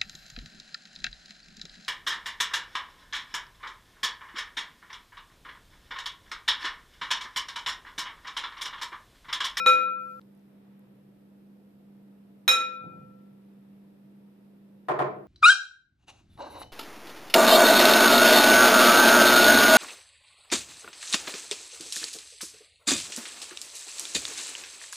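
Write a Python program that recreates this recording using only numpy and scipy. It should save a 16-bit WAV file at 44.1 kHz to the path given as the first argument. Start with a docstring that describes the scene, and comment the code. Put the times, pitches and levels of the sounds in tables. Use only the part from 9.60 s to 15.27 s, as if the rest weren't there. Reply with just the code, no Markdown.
"""Glass bowl taps in a kitchen

A large glass bowl is heard ringing, then a plate and later a small glass cup touch its rim: decaying sines,
in beating pairs for the bowl, plus filtered contact cracks. The first ring stops dead.
Soft thuds and two knocks are filtered clicks in an echoing room; faint ticks, filtered-noise air and a hum
lie around them. Gain control ducks under loud taps.
"""
import sys
import numpy as np
from scipy import signal
from scipy.fft import rfft, irfft
from scipy.io import wavfile

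SR = 44100
rng = np.random.default_rng(int(sys.argv[2]) if len(sys.argv) > 2 else 0)


def master_out(mix):
    """Clip the mix to full scale and print it as 16-bit PCM to the path in sys.argv[1]."""
    frames = np.transpose(np.atleast_2d(mix))
    ceiling = np.clip(frames, -1, 1)
    pcm = np.round(ceiling * 32767).astype(np.int16)
    wavfile.write(sys.argv[1], SR, pcm)


N = 250047
CUT_S, GAP_S = 0.5961, 0.0064


def amp(db):
    """dB to linear gain."""
    return 10 ** (np.asarray(db) / 20)


def rms_one(x):
    """Scale to unit rms."""
    return x / np.sqrt(np.mean(x ** 2) + 1e-20)


def at_hz(points, hz):
    """Interpolate a (frequency, value) table over log frequency."""
    table_hz, values = np.array(points).T
    return np.interp(np.log(hz), np.log(table_hz), values)


def colour(x, points):
    """Minimum-phase filter with the given dB curve: no pre-ringing."""
    size = 4096
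    hz = np.maximum(np.fft.rfftfreq(size, 1 / SR), 1)
    cepstrum = irfft(np.log(amp(at_hz(points, hz))))
    # fold the cepstrum to its causal half
    cepstrum[1:size // 2] *= 2
    cepstrum[size // 2:] = 0
    impulse = irfft(np.exp(rfft(cepstrum)))
    return signal.fftconvolve(x, impulse)[:N]


def clicks(rows):
    """Single-sample impulses at (time [s], level [dB]); times before the start land on sample 0."""
    out = np.zeros(N)
    for start_s, db in rows:
        out[int(np.clip(start_s * SR, 0, N - 1))] += amp(db)
    return out


def resonate(x, hz, width_hz):
    """Two-pole resonance, about unit gain at its peak."""
    r = np.exp(-np.pi * width_hz / SR)
    numerator = [(1 - r * r) / 2, 0, (r * r - 1) / 2]
    denominator = [1, -2 * r * np.cos(2 * np.pi * hz / SR), r * r]
    return signal.lfilter(numerator, denominator, x)


def ring(since_s, hz, t60_s, lag_rad=0):
    """Struck mode: a sine that decays exponentially from the blow."""
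    since_s = np.maximum(since_s, 0)
    decay = amp(-60 * since_s / t60_s) * (since_s > 0)
    return np.sin(2 * np.pi * hz * since_s - lag_rad) * decay


# left-right likeness of diffuse sound: (frequency [Hz], likeness [0..1])
STEREO_LIKENESS = [(60, 0.17), (180, 1), (550, 0.18), (1650, 0), (4970, -0.0), (15000, 0.0013)]
EDGES_HZ = 30 * 2 ** np.arange(0, 9.1, 0.5)


def stereo_bands(length):
    """Half-octave noise bands whose mid-side balance sets the left-right likeness."""
    white = rng.standard_normal((2, 2, length))
    for k, (low_hz, high_hz) in enumerate(zip(EDGES_HZ, EDGES_HZ[1:])):
        band_pass = signal.butter(2, [low_hz, high_hz], "band", fs=SR, output="sos")
        mid, side = signal.sosfilt(band_pass, white[k % 2])
        hz = np.sqrt(low_hz * high_hz)
        alike = np.clip(at_hz(STEREO_LIKENESS, hz), -1, 1)
        yield hz, np.sqrt(1 + alike) * mid + np.sqrt(1 - alike) * side * [[1], [-1]]


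# rough motor bands: (frequency [Hz], width per filter pass [Hz], rms before balance [dB])
HUM_BANDS = [(137.6, 37, -66), (206, 14, -71.5), (296, 9.7, -71.5), (507, 19, -76.5)]
HUM_HZ, HUM_DB = 199.3, -50.5
HUM_WAVER_DB, HUM_WAVER_HZ = 1.3, 0.5   # rms


def hum():
    """Appliance motor: a tone wavering in level and pitch, plus noise passed twice through resonances."""
    white = rng.standard_normal((4, N + SR))   # the first second settles the filters
    both = white[0] + 0.13 * white[1] * [[1], [-1]]
    bands = 0
    for hz, width_hz, db in HUM_BANDS:
        band = resonate(resonate(both, hz, width_hz), hz, width_hz)
        bands = bands + amp(db) * rms_one(band[:, SR:])
    r = np.exp(-2 * np.pi * 2.4 / SR)   # waver corner 2.4 Hz
    level, pitch = (rms_one(signal.lfilter([1], [1, -2 * r, r * r], w)[SR:]) for w in white[2:])
    phase = 2 * np.pi * np.cumsum(HUM_HZ + HUM_WAVER_HZ * pitch) / SR
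    tone = amp(HUM_DB + HUM_WAVER_DB * level) * np.sin(phase + np.array([[0], [0.2]]))
    return (bands + tone) * amp([[-0.7], [0.7]])


# air noise spectrum: (frequency [Hz], relative density [dB per Hz])
AIR_SPECTRUM = [(20, 1), (60, -8), (110, -7.5), (260, 3), (500, -6.5), (1130, -16), (3000, -24),
                (7200, -40), (11500, -33), (14000, -29.5)]
# slow air level: (time [s], 600-4000 Hz level [dB], level above 4000 Hz [dB])
AIR_STIR = [(0, -2.5, -4.5), (0.351, -2.5, 1), (0.452, -0.5, 7.5), (0.591, -1.5, 7), (.62, -3, 1.5),
            (1.15, 0, 0), (1.501, -3, 0.5), (4.298, -2, 0.5), (5.67, -3.5, -0.5)]
AIR_RMS_DB = -60.5


def air():
    """Broad room noise whose middle and treble levels drift."""
    time_s, middle_db, treble_db = np.transpose(AIR_STIR)
    t = np.arange(N) / SR
    middle = np.interp(t, time_s, middle_db)
    treble = np.interp(t, time_s, treble_db)
    total = 0
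    for hz, band in stereo_bands(N):
        band_db = at_hz(AIR_SPECTRUM, hz) + middle * (600 < hz < 4000) + treble * (hz > 4000)
        total = total + amp(band_db) * band
    return amp(AIR_RMS_DB) * rms_one(total)


# faint ticks: (time [s], level [dB], frequency [Hz])
FAINT_TICKS = [(0.615, -47.5, 3920), (.7505, -59, 10500), (.7765, -60, 11500), (0.7944, -64, 5970),
               (0.8864, -65, 12300), (1.194, -53, 12000)]
TICK_T60_S = 0.0027


def ticks():
    """Faint dry ticks: very short decaying sines."""
    t = np.arange(N) / SR
    return sum(amp(db) * ring(t - start_s, hz, TICK_T60_S) for start_s, db, hz in FAINT_TICKS)


# room decay: (frequency [Hz], t60 [s])
ROOM_DECAY = [(100, 0.83), (300, 0.87), (700, 0.46), (1800, .41), (5000, 0.34), (14000, 0.074)]
ECHO_S, ECHO_DB, ECHO_T60_S = 0.031, -6, 0.025   # far wall's answer
LUMPY_DB, LUMP_S, SMOOTH_AFTER_S = 3, 0.003, 0.08   # early echoes bunch, later ones blend


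def kitchen(x, fill_s, longer=1):
    """Diffuse echoes: noise that builds up, swells at the far wall's answer and dies band by band."""
    t = np.arange(SR) / SR
    tail = 0
    for hz, band in stereo_bands(SR):
        tail = tail + band * amp(-60 * t / (longer * at_hz(ROOM_DECAY, hz)))
    far_wall = amp(ECHO_DB - 60 * np.maximum(t - ECHO_S, 0) / ECHO_T60_S) * (t > ECHO_S)
    tail = tail * (1 - np.exp(-t / max(fill_s, 1e-4))) * (1 + far_wall)
    bunches = np.interp(t / LUMP_S, np.arange(1000), rng.standard_normal(1000))
    tail = tail * amp(LUMPY_DB * bunches * np.exp(-t / SMOOTH_AFTER_S))
    return signal.fftconvolve(x[None], rms_one(tail) / np.sqrt(SR), axes=1)[:, :N]


# knocks: (time [s], relative level [dB], room boom level [dB])
KNOCK_HITS = [(5.285, -6, -33), (5.390, -5, -25)]
# knock contact spectrum: (frequency [Hz], level [dB])
KNOCK_SPECTRUM = [(20, -47), (60, -30), (140, -33.5), (400, -6.5), (1100, 1), (2500, -19.5), (3200, -24),
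                  (6000, -37.5), (10000, -37.5), (15000, -40)]
# hollow wooden body: (frequency [Hz], width [Hz], relative level [dB])
KNOCKED_BODY = [(137, 16, 7.5), (345, 56, -10), (611.5, 31, -11), (720, 14, -11.5), (1035, 21, -15),
                (1420, 14, -13), (1823, 43, -17.5), (2055, 21, -18), (2324, 36, -17)]
# soft thuds: (time [s], relative level [dB])
THUD_HITS = [(3.213, -39), (3.241, -33), (3.32, -37.5), (3.36, -43.5), (3.415, -48)]
# thud spectrum: (frequency [Hz], level [dB])
THUD_SPECTRUM = [(20, -61), (60, -30), (130, 8.5), (300, -7), (800, -17), (1500, -29), (15000, -100)]
BOOM_HZ, BOOM_T60_S, BOOM_RISE_S = 136.8, 0.38, 0.03


def far_blows():
    """Knocks on a resonant hollow body and filtered thuds, with room echoes; a room mode booms after knocks."""
    t = np.arange(N) / SR
    knock = colour(clicks([row[:2] for row in KNOCK_HITS]), KNOCK_SPECTRUM)
    body = sum(amp(db) * resonate(knock, hz, width_hz) for hz, width_hz, db in KNOCKED_BODY)
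    blows = amp(22) * knock + amp(44) * body
    thuds = amp(34.5) * colour(clicks(THUD_HITS), THUD_SPECTRUM)
    boom = 0
    for start_s, _, boom_db in KNOCK_HITS:
        rise = 1 - np.exp(-np.abs(t - start_s) / BOOM_RISE_S)
        boom = boom + amp(boom_db) * ring(t - start_s, BOOM_HZ, BOOM_T60_S) * rise
    direct = amp(-16.5) * blows + amp(-1) * thuds
    return direct + kitchen(blows + thuds, fill_s=0.0015, longer=1.003) + boom


# rim taps, the first before the start: (time [s], relative crack level [dB], ring level [dB],
# hardness [dB per kHz], second twin level [dB], wall mode level [dB], beat time already run [s])
RIM_TAPS = [(-.1, -62.5, -14.5, 4.7, -3.5, -29, 0.076), (.062, -4.5, -0.53, 1.35, 0.8, -21, 0.078),
            (2.879, -3, -14, 6, 7.5, -11.5, -0.015)]
# ring modes, adjacent rows are twins: frequency [Hz]
RING_HZ = [512.0, 511.0, 1344.7, 1339.4, 2460.0, 2449.5, 3837.0, 3846.0, 5372.0, 5394.0]
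# same order: (level [dB], t60 [s], left minus right [dB], right polarity [+1 or -1])
RING_MODES = [(-18, 0.46, 3, 1), (-36.5, 1.6, -12.5, -1), (-10.5, 0.85, 8.5, 1), (-16, 0.42, -10.5, 1),
              (-13.5, 0.49, 3, 1), (-39.5, 0.73, 1.5, 1), (-12, 0.18, -2.5, 1), (-25.5, 0.36, 3, 1),
              (-37, 0.3, 1, 1), (-37, 0.16, 3, 1)]
# wall modes: frequency [Hz]
WALL_HZ = [6137, 6385, 7056, 7144, 7445, 8247, 8812, 8872, 9717, 9981, 10582, 10795, 11490, 12232, 13350,
           14010]
# same order: (relative level [dB], t60 [s])
WALL_MODES = [(-21, 0.24), (-12.5, .2), (-16.5, 0.22), (-20.5, 0.24), (-21, 0.18), (-29, 0.12),
              (-16.5, 0.2), (-19, .22), (-24.5, .2), (-21.5, 0.13), (-17, 0.26), (-25.5, 0.15), (-19, .16),
              (-22, .19), (-19.5, .2), (-20, .18)]
BUILD_UP_S, RIGHT_LAG_RAD = 0.0061, 1.0
WALL_SPLIT_HZ, WALL_SPREAD_DB = 55, 3


def bowl():
    """Glass bowl: beating twin ring modes, each tap entering the beat at its own point; a touch ends a ring."""
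    t = np.arange(N) / SR
    pairs, wall = np.zeros((2, N)), np.zeros((2, N))
    ends_s = [RIM_TAPS[1][0], CUT_S, RIM_TAPS[2][0] + 1.2]
    for tap, end_s in zip(RIM_TAPS, ends_s):
        start_s, _, ring_db, hard_db_per_khz, twin_db, wall_db, beat_s = tap
        span = slice(int(max(start_s, 0) * SR), int(end_s * SR))
        since_s = t[span] - start_s
        swell = 1 - 0.87 * np.exp(-since_s / BUILD_UP_S)   # near reflections add to a held tone
        for k, (hz, (db, t60_s, pan_db, polarity)) in enumerate(zip(RING_HZ, RING_MODES)):
            second = k % 2
            struck_db = ring_db + hard_db_per_khz * hz / 1000 + twin_db * second
            strength = (-1) ** k * amp(db + struck_db) * swell
            lag = 2 * np.pi * (RING_HZ[k - second] - hz) * beat_s
            right_lag = lag + RIGHT_LAG_RAD * (1 - second)
            left = amp(pan_db / 2) * ring(since_s, hz, t60_s, lag)
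            right = amp(-pan_db / 2) * ring(since_s, hz, t60_s, right_lag) * np.sign(polarity)
            pairs[0, span] += strength * left
            pairs[1, span] += strength * right
        short = slice(span.start, min(span.stop, int((start_s + 0.5) * SR)))
        for hz, (db, t60_s) in zip(WALL_HZ, WALL_MODES):
            # cluster of three, mixed differently on each side
            near_hz = hz + WALL_SPLIT_HZ * rng.uniform(-0.48, 1, (3, 1)) * [[0], [1], [1]]
            mix_db = rng.normal(0, WALL_SPREAD_DB, (2, 3)) - [0, 5, 5]
            mix = rng.choice([-1, 1], (2, 3)) * amp(mix_db)
            wall[:, short] += amp(db + wall_db) * mix @ ring(t[short] - start_s, near_hz, t60_s)
    return pairs, wall


# partials at the plate's touch, plate tones and short-lived bowl partials: frequency [Hz]
PLATE_TOUCH_HZ = [312, 438, 592, 1370, 1505, 1787, 2560, 3885, 5803]
# same order: (relative level [dB], t60 [s])
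PLATE_TOUCH = [(-46, 0.32), (-48.5, .35), (-37.5, .3), (-24, 0.15), (-35, 0.26), (-41, 0.28), (-32.5, 0.1),
               (-25, .16), (-34, 0.09)]
# partials at the cup's touch, cup tones and short-lived bowl partials: frequency [Hz]
CUP_TOUCH_HZ = [856, 1857, 2452, 2587, 3200, 3555, 3819, 5352, 6675, 7862, 8170, 9240, 11290, 11750, 13710,
                14220]
# same order: (relative level [dB], t60 [s])
CUP_TOUCH = [(-43.5, .4), (-42.5, 0.3), (-26, 0.54), (-27.5, 0.22), (-30, 0.022), (-32.5, 0.52),
             (-15.5, 0.2), (-26.5, 0.16), (-34.5, .2), (-32.5, 0.1), (-36, 0.13), (-42, .12), (-36.5, 0.15),
             (-42.5, .2), (-38, .2), (-37, .1)]
# contact crack spectrum: (frequency [Hz], level [dB])
CRACK_SPECTRUM = [(20, -53.5), (100, -32.5), (300, -11.5), (700, -8.5), (1500, -0.5), (3000, -6),
                  (4200, -4), (4600, -23), (6000, -29), (10000, -29), (15000, -29)]
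# duller plate contact: (frequency [Hz], gain [dB])
PLATE_CONTACT = [(20, 4.5), (3800, -3), (4600, -6.5), (7000, -4), (15000, -2)]


def touch(start_s, partials_hz, partials):
    """Partials set off by one touch: a sum of decaying sines."""
    t = np.arange(N) / SR
    return sum(amp(db) * ring(t - start_s, hz, t60_s) for hz, (db, t60_s) in zip(partials_hz, partials))


def taps():
    """Bowl ring, touch partials and contact cracks with room echoes; silent from CUT_S to just before the cup."""
    t = np.arange(N) / SR
    pairs, wall = bowl()
    plate_touch = touch(RIM_TAPS[1][0], PLATE_TOUCH_HZ, PLATE_TOUCH)
    cup_touch = touch(RIM_TAPS[2][0], CUP_TOUCH_HZ, CUP_TOUCH)
    plate_contacts = colour(clicks([row[:2] for row in RIM_TAPS[:2]]), PLATE_CONTACT)
    crack = colour(plate_contacts + clicks([RIM_TAPS[2][:2]]), CRACK_SPECTRUM)
    short = wall + plate_touch + cup_touch
    to_room = amp(-2.5) * short[0] + amp(22.5) * crack + amp(-17) * pairs.mean(axis=0)
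    direct = pairs + amp(-6) * short + amp(12.5) * crack
    heard = direct + kitchen(to_room, fill_s=0.004)
    # keep the taps free of low thumps
    heard = signal.sosfilt(signal.butter(2, 110, "high", fs=SR, output="sos"), heard)
    return heard * ((t < CUT_S) | (t > RIM_TAPS[2][0] - 0.01))


def scene():
    """Mix all layers; air and hum dip briefly as the first ring stops."""
    t = np.arange(N) / SR
    gap = np.where((t > CUT_S) & (t < CUT_S + GAP_S), amp(-12.5), 1)
    return taps() + far_blows() + ticks() + gap * (air() + hum())


def record(dry, threshold_db=-20, slope=0.26, release_db_per_s=45, attack_hz=150):
    """Gain control with fast attack and slow release, then treble and bass roll-off and a steep cut."""
    ramp = release_db_per_s * np.arange(N) / SR
    peak_db = 20 * np.log10(np.abs(dry).max(axis=0) + 1e-9)
    level_db = np.maximum.accumulate(peak_db + ramp) - ramp   # falls at the release rate
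    r = np.exp(-2 * np.pi * attack_hz / SR)
    target_db = -np.clip(slope, 0, 1) * np.maximum(level_db - threshold_db, 0)
    duck_db = signal.lfilter([1 - r], [1, -r], target_db)
    out = signal.sosfilt(signal.cheby1(12, 1, 14400, fs=SR, output="sos"), dry * amp(duck_db))
    out = signal.sosfilt(signal.butter(2, 60, "high", fs=SR, output="sos"), out)
    return signal.sosfilt(signal.cheby2(12, 60, 15500, fs=SR, output="sos"), out)


dry = scene()
out = record(dry)
master_out(out)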